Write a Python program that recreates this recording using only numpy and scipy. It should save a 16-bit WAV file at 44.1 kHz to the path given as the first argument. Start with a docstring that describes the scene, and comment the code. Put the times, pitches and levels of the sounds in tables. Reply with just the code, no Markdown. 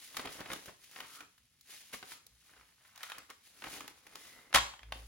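"""A small room, close to a phone on a table stand: two hands leaf through a fan of banknotes.
The notes hiss as they slide, crumple and bend under the fingers, and snap as they buckle.
Then the stack is knocked square on its edge once, which rings the table and shakes the stand.
Near the end a low hum comes in and the stack gives one more light tap."""
import sys
import numpy as np
from scipy import signal
from scipy.fft import rfft, irfft, next_fast_len
from scipy.io import wavfile

SR = 44100
rng = np.random.default_rng(int(sys.argv[2]) if len(sys.argv) > 2 else 0)


def transcribe(u):
    """Save the signal u as a 16-bit wav file named by the first command-line argument.

    u: samples, shape (n,) or (channels, n), limited to [-1, 1]; the rate is SR.
    q: integer samples, one column per channel.
    """
    v = np.clip(np.atleast_2d(u).T, -1, 1)
    q = np.round(v * 32767).astype(np.int16)
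    wavfile.write(sys.argv[1], SR, q)


N = 223763
TIME_S = np.arange(N) / SR
FREQ_HZ = np.arange(N + 1) * SR / (2 * N)


def undb(db):
    """Decibels to gain."""
    return 10 ** (np.asarray(db) / 20)


def noise():
    """Two white noises: the part both microphone ports share and the part they do not."""
    return rng.standard_normal((2, N))


def response(points):
    """Gain over FREQ_HZ from (Hz, dB) points."""
    hz, db = np.transpose(points)
    return undb(np.interp(np.log(FREQ_HZ + 1), np.log(hz), db))


def resonance(hz, width_hz):
    """Complex response of one mode, gain 1 at its centre."""
    return 1j * FREQ_HZ * width_hz / (hz ** 2 - FREQ_HZ ** 2 + 1j * FREQ_HZ * width_hz)


def shape(x, gain):
    """Filter by a response given from 0 Hz to SR / 2."""
    size = next_fast_len(N + 8192, real=True)
    gain = np.interp(np.linspace(0, 1, size // 2 + 1), np.linspace(0, 1, len(gain)), gain)
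    return irfft(rfft(x, size) * gain, size)[..., :N]


def colour(x, gain):
    """Filter, keeping the power of white noise."""
    return shape(x, gain / np.sqrt(np.mean(np.abs(gain) ** 2)))


def strike(t, rise_s, t60_s):
    """Envelope of one impact: fast rise, exponential decay."""
    return (1 - np.exp(-t / rise_s)) * np.exp(-np.log(1000) * t / t60_s)


def bursts(starts_s, db, t60_s, rise_s):
    """Envelope of a series of impacts; powers add."""
    power, t = np.zeros(N), TIME_S[:SR // 4]
    for start_s, gain, ring_s in np.broadcast(starts_s, undb(db), t60_s):
        start = int(start_s * SR)
        burst = gain * strike(t, rise_s, ring_s)
        power[start:start + len(t)] += burst[:N - start] ** 2
    return np.sqrt(power)


def grains(per_s, spread_db, decay_s, smooth):
    """Fibres catch and slip: envelope of uneven random bursts over a smooth rub, rms 1."""
    slipping = rng.random(N) < per_s / SR
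    sizes = undb(spread_db * np.minimum(rng.exponential(size=N), 3.5))
    power = signal.lfilter([1], [1, -np.exp(-1 / (decay_s * SR))], (slipping * sizes) ** 2)
    power = power / power.mean() + smooth
    return np.sqrt(power / power.mean())


# Background spectrum. Each row: frequency in Hz, relative gain in dB.
ROOM_TONE_SPECTRUM = [(20, -2), (70, 15), (250, 8), (600, -42), (6000, -20), (16000, -65)]

def room_tone(db):
    """Faint steady rumble."""
    return undb(db) * colour(noise(), response(ROOM_TONE_SPECTRUM))


def hum(start_s, hz, db, octave_db, rise_s):
    """A low tone with a weak octave fades in and holds."""
    phase = 2 * np.pi * hz * TIME_S
    fade = np.clip((TIME_S - start_s) / rise_s, 0, 1)
    return undb(db) * fade * (np.sin(phase) + undb(octave_db) * np.sin(2 * phase))


def room_reverb(x, shared_db, unshared_db, low_t60_s, high_t60_s, split_hz):
    """Diffuse tail of a small hard room; it arrives from all sides, so the ports share little of it."""
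    t = TIME_S[:SR]
    white = rng.standard_normal((2, len(t)))
    low = signal.sosfilt(signal.butter(2, split_hz, fs=SR, output="sos"), white)
    tail = low * undb(-60 * t / low_t60_s) + .5 * (white - low) * undb(-60 * t / high_t60_s)
    tail *= np.minimum(t / 0.00094, 1)
    tail /= np.sqrt(np.sum(tail[0] ** 2))
    return undb([[shared_db], [unshared_db]]) * signal.fftconvolve(x[:1], tail, axes=1)[:, :N]


# Sound the ports do not share. Each row: frequency in Hz, gain in dB.
PORT_UNSHARED = [(60, -15), (1000, -9.5), (2200, -11), (6500, -2.5), (8500, -9.5), (16000, -20)]
# Phase between ports. Each row: frequency in Hz, lead of left in radians.
PORT_LEAD = [(200, 0), (800, .6), (2000, .4), (3800, 1.5), (5500, 1), (8000, -3.1), (16000, -12.9)]
# Level between ports. Each row: frequency in Hz, left minus right in dB.
PORT_BALANCE = [(350, -2), (1000, 0.5), (2300, -1), (4200, 3.5), (8000, 0)]

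def microphone_ports(x):
    """Shared and unshared sound become left and right, apart in level and phase."""
    shared, unshared = x[0], shape(x[1], response(PORT_UNSHARED))
    hz, radians = np.transpose(PORT_LEAD)
    lead_rad = np.interp(FREQ_HZ, hz, radians)
    lean = np.sqrt(response(PORT_BALANCE)) * np.exp(.5j * lead_rad)
    return np.array([shape(shared + unshared, lean), shape(shared - unshared, 1 / lean)])


# A hand or the stack bumps the table. Each row: start in seconds, relative level in dB.
TABLE_BUMPS = [(1.378, -70), (2.306, -61), (2.572, -62), (4.554, -36)]

def stand_ring(hz, gain_db, t60_s, rise_s):
    """Each bump travels through the table and swings one mode of the phone stand."""
    out = 0
    for start_s, bump_db in TABLE_BUMPS:
        t = np.maximum(TIME_S - start_s, 0)
        out += undb(gain_db + bump_db) * np.sin(2 * np.pi * hz * t) * strike(t, rise_s, t60_s)
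    return out


# Air pockets between notes. Each row: crest and length in seconds, pitch and width in Hz, level in dB.
AIR_GAPS = [(1.17, .16, 1290, 300, -60.5), (2.14, .13, 1300, 250, -69), (3.11, .11, 1400, 420, -57.5),
            (4.33, .36, 2030, 140, -65)]

def air_gaps():
    """The rub rings a narrow pocket of air for the length of one stroke."""
    out = 0
    for crest_s, length_s, hz, width_hz, db in AIR_GAPS:
        swell = np.exp(-(2 * (TIME_S - crest_s) / length_s) ** 2)
        out += colour(noise(), resonance(hz, width_hz) ** 2) * swell * undb(db)
    return out


def stroke(crest_s, rise_s, fall_s, range_db=20.5, curve=0.95):
    """Gain of one hand movement: a pointed crest, range_db down at rise_s before and fall_s after."""
    distance = np.maximum((crest_s - TIME_S) / rise_s, (TIME_S - crest_s) / fall_s)
    return undb(-range_db * np.minimum(distance, 6) ** curve)


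# A note is drawn over its neighbours. Each row: crest, rise and fall in seconds, relative hiss in dB.
NOTE_SLIDES = [(.05, 0.25, 0.2, -56), (0.191, 0.12, 0.094, -52), (.33, 0.091, 0.19, -53),
               (.525, 0.078, 0.097, -51.5), (.675, .28, 0.097, -59), (0.843, 0.065, .08, -61.5),
               (.98, 0.22, 0.1, -59), (1.159, 0.32, 0.11, -56.5), (1.71, 0.065, 0.35, -54.5),
               (1.936, 0.013, 0.068, -47.5), (2.125, .15, 0.068, -53), (2.458, 0.21, 0.72, -69.5),
               (2.87, 0.14, 0.14, -69.5), (3.04, 0.083, 0.28, -57.5), (3.305, 0.015, 0.14, -67),
               (3.47, 0.075, 0.11, -63), (3.745, 0.2, 0.13, -50), (3.9, 0.037, 0.031, -60),
               (3.985, .06, 0.034, -66.5), (4.249, 0.28, 0.32, -58.5), (4.93, 0.016, 0.49, -62.5)]
# Fingers flex the fan. Each row: crest and length in seconds, relative crumpling and bending in dB.
FAN_FLEXES = [(0.195, 0.08, -48.5, -46), (0.254, 0.24, -48.5, -49), (0.411, 0.093, -45, -47),
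              (0.515, 0.18, -45, -46.5), (0.689, 0.068, -50, -49.5), (1.015, 0.19, -51.5, -58.5),
              (1.218, 0.13, -57.5, -62), (1.943, 0.041, -44.5, -53), (2.036, 0.06, -59, -58),
              (2.125, 0.38, -68, -70.5), (2.573, 0.39, -64, -73), (2.86, 0.27, -68, -84),
              (3.04, 0.3, -53, -78), (3.179, 0.16, -54, -61.5), (3.308, 0.038, -49, -58.5),
              (3.664, 0.1, -47, -48), (3.762, 0.35, -52.5, -54.5), (4.137, 0.39, -64, -66),
              (4.4, 1, -65, -66.5), (4.96, 0.33, -66, -62.5)]

def handling(hold_db=-77.5, drag_crumple_db=-9.5, drag_bend_db=-16.5, press_share=0.48):
    """Envelopes of sliding, crumpling and bending; the powers of all strokes add."""
    slide_power = undb(hold_db) ** 2  # held notes never lie quite still
    for crest_s, rise_s, fall_s, db in NOTE_SLIDES:
        slide_power += (undb(db) * stroke(crest_s, rise_s, fall_s)) ** 2
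    # a sliding note also crumples and bends a little
    crumple_power = slide_power * undb(drag_crumple_db) ** 2
    bend_power = slide_power * undb(drag_bend_db) ** 2
    for crest_s, length_s, crumple_db, bend_db in FAN_FLEXES:
        press = stroke(crest_s, press_share * length_s, (1 - press_share) * length_s)
        crumple_power += (undb(crumple_db) * press) ** 2
        bend_power += (undb(bend_db) * press) ** 2
    return np.sqrt([slide_power, crumple_power, bend_power])


# Spectra of sliding, crumpling and bending paper. Each row: frequency in Hz, relative gain in dB.
SLIDE_SPECTRUM = [(700, -62), (1700, -2), (3300, 0), (6500, -3.5), (8500, -2.5), (11000, -2), (16000, -8)]
CRUMPLE_SPECTRUM = [(300, -24), (700, 1), (1200, 6), (2100, 5.5), (3200, -2.5), (12000, -26)]
BEND_SPECTRUM = [(40, -7.5), (150, -7), (310, 0.5), (600, -5.5), (1000, -8.5), (2500, -57)]

def rustle(sliding, crumpling, bending):
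    """Paper slides with a fine grain; creases crumple and whole sheets bend with a coarse one."""
    fine = grains(per_s=2800, spread_db=4.0, decay_s=0.0011, smooth=0.37)
    coarse = grains(per_s=300, spread_db=3.5, decay_s=0.0023, smooth=0.24)
    slide = colour(noise() * fine * sliding * undb(3.5), response(SLIDE_SPECTRUM))
    crumple = colour(noise() * coarse * crumpling * undb(0.5), response(CRUMPLE_SPECTRUM))
    bend = colour(noise() * coarse * bending, response(BEND_SPECTRUM))
    return slide + crumple + bend


# A note buckles or flicks free. Each row: start in seconds, crack level in dB, edge level in dB.
NOTE_SNAPS = [(.145, -39.5, -61), (.168, -22, -30), (.195, -29.5, -54), (0.2551, -33.5, -41.5),
              (0.2722, -30, -56), (.405, -35, -44), (0.4583, -35, -63), (.516, -27, -63), (0.532, -33, -35),
              (.658, -40.5, -41.5), (0.913, -52, -50), (0.96, -37, -55), (0.986, -55, -59),
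              (1.003, -32, -42), (1.206, -35, -46), (1.379, -56, -60), (1.61, -67, -51), (1.931, -38, -48),
              (2.027, -35, -57), (2.119, -41, -47.5), (2.266, -80, -47.5), (2.959, -52.5, -49.5),
              (2.977, -42.5, -48), (3.006, -52, -56), (3.031, -29.5, -33.5), (3.099, -36, -44.5),
              (3.118, -34, -47), (3.183, -41.5, -40.5), (3.301, -44, -42.5), (3.621, -34.5, -54),
              (3.64, -32.5, -45), (3.806, -36.5, -45), (3.878, -40, -42.5), (4.067, -43, -50.5),
              (4.155, -38, -41.5)]
# Spectra of the crack and of a paper edge. Each row: frequency in Hz, relative gain in dB.
CRACK_SPECTRUM = [(100, -50), (400, -13), (900, 7), (3200, 4), (5000, -6.5), (15000, -53)]
EDGE_SPECTRUM = [(1500, -17), (4000, 3.5), (9000, 1), (16000, 1)]

def snaps(bending, flap_over_bend_db=7.5):
    """A buckling note cracks, flicks its bright edge and flaps low, louder the further it is bent."""
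    starts_s, crack_db, edge_db = np.transpose(NOTE_SNAPS)
    flap_db = 20 * np.log10(np.interp(starts_s, TIME_S, bending)) + flap_over_bend_db
    crackle = grains(per_s=1900, spread_db=4.0, decay_s=0.00055, smooth=0.45)
    crack = noise() * crackle * bursts(starts_s, crack_db, t60_s=0.022, rise_s=0.0012)
    flap = noise() * bursts(starts_s, flap_db, t60_s=0.044, rise_s=0.00017)
    edge = noise() * crackle * bursts(starts_s, edge_db, t60_s=0.029, rise_s=0.00014)
    return (colour(crack, response(CRACK_SPECTRUM))
            + colour(flap, response(BEND_SPECTRUM))
            + colour(edge, response(EDGE_SPECTRUM)))


# The stack lands on edge, a few notes at a time. Each row: start in seconds, relative level in dB.
STACK_BLOWS = [(4.5281, -25.5), (4.5398, -17.5), (4.5441, -12.5), (4.5468, -9.5), (4.5546, -12),
               (4.5578, -9.5), (4.5684, -15), (4.5737, -16), (4.5836, -17), (4.7372, -34), (4.792, -38),
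               (4.8309, -35.5), (4.9221, -23.5)]
# Modes of stack and table. Each row: centre in Hz, width in Hz, relative gain in dB.
STACK_MODES = [(1060, 86, 8), (2200, 50, -26), (2700, 91, -8), (3160, 110, 8)]
# Spectrum of a blow; treble cushioning by the packed notes. Each row: frequency in Hz, relative dB.
BLOW_SPECTRUM = [(60, -9.5), (250, -12), (420, -15.5), (600, -5.5), (1000, -0.5), (3300, -5.5),
                 (4500, -13.5), (7000, -28.5), (15000, -49)]
STACK_CUSHION = [(11000, 2), (16000, -8.5)]

def stack_knocks(hard_db=-11.5, hard_t60_s=.035, min_t60_s=0.017, db_per_doubling=14):
    """Many paper edges hit almost at once and ring stack and table; soft blows are shorter and duller."""
    starts_s, db = np.transpose(STACK_BLOWS)
    force_db = db - hard_db
    t60_s = np.maximum(hard_t60_s * 2 ** (force_db / db_per_doubling), min_t60_s)
    edge_db = db - 12.5 + .5 * force_db
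    blows = noise() * bursts(starts_s, db - 5.5, t60_s, rise_s=0.00062)
    edges = noise() * bursts(starts_s, edge_db, t60_s, rise_s=0.00025)
    modes = sum(undb(mode_db) * resonance(hz, width_hz) for hz, width_hz, mode_db in STACK_MODES)
    return (colour(blows, response(BLOW_SPECTRUM))
            + undb(-16.0) * colour(blows, modes)
            + colour(edges, response(EDGE_SPECTRUM) * response(STACK_CUSHION)))


def scene():
    """Paper and room through the ports; stand and hum equal in both channels."""
    sliding, crumpling, bending = handling()
    paper = rustle(sliding, crumpling, bending) + air_gaps() + snaps(bending) + stack_knocks()
    room = room_reverb(paper, shared_db=-12.5, unshared_db=-2.5,
                       low_t60_s=0.37, high_t60_s=0.42, split_hz=8200)
    room += room_tone(db=-81)
    stand = stand_ring(hz=59, gain_db=2, t60_s=.32, rise_s=.016)
    stand += stand_ring(hz=116, gain_db=-9, t60_s=.33, rise_s=.004)
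    drone = hum(start_s=4.8, hz=55, db=-48.5, octave_db=-14.5, rise_s=0.073)
    return microphone_ports(paper + room) + stand + drone


def record(dry):
    """The phone cuts the deepest bass and the top."""
    low_hz, top_hz = 35, 16000
    dry = signal.sosfilt(signal.butter(2, low_hz, "highpass", fs=SR, output="sos"), dry)
    return signal.sosfilt(signal.ellip(10, .2, 80, top_hz, fs=SR, output="sos"), dry)


dry = scene()
out = record(dry)
transcribe(out)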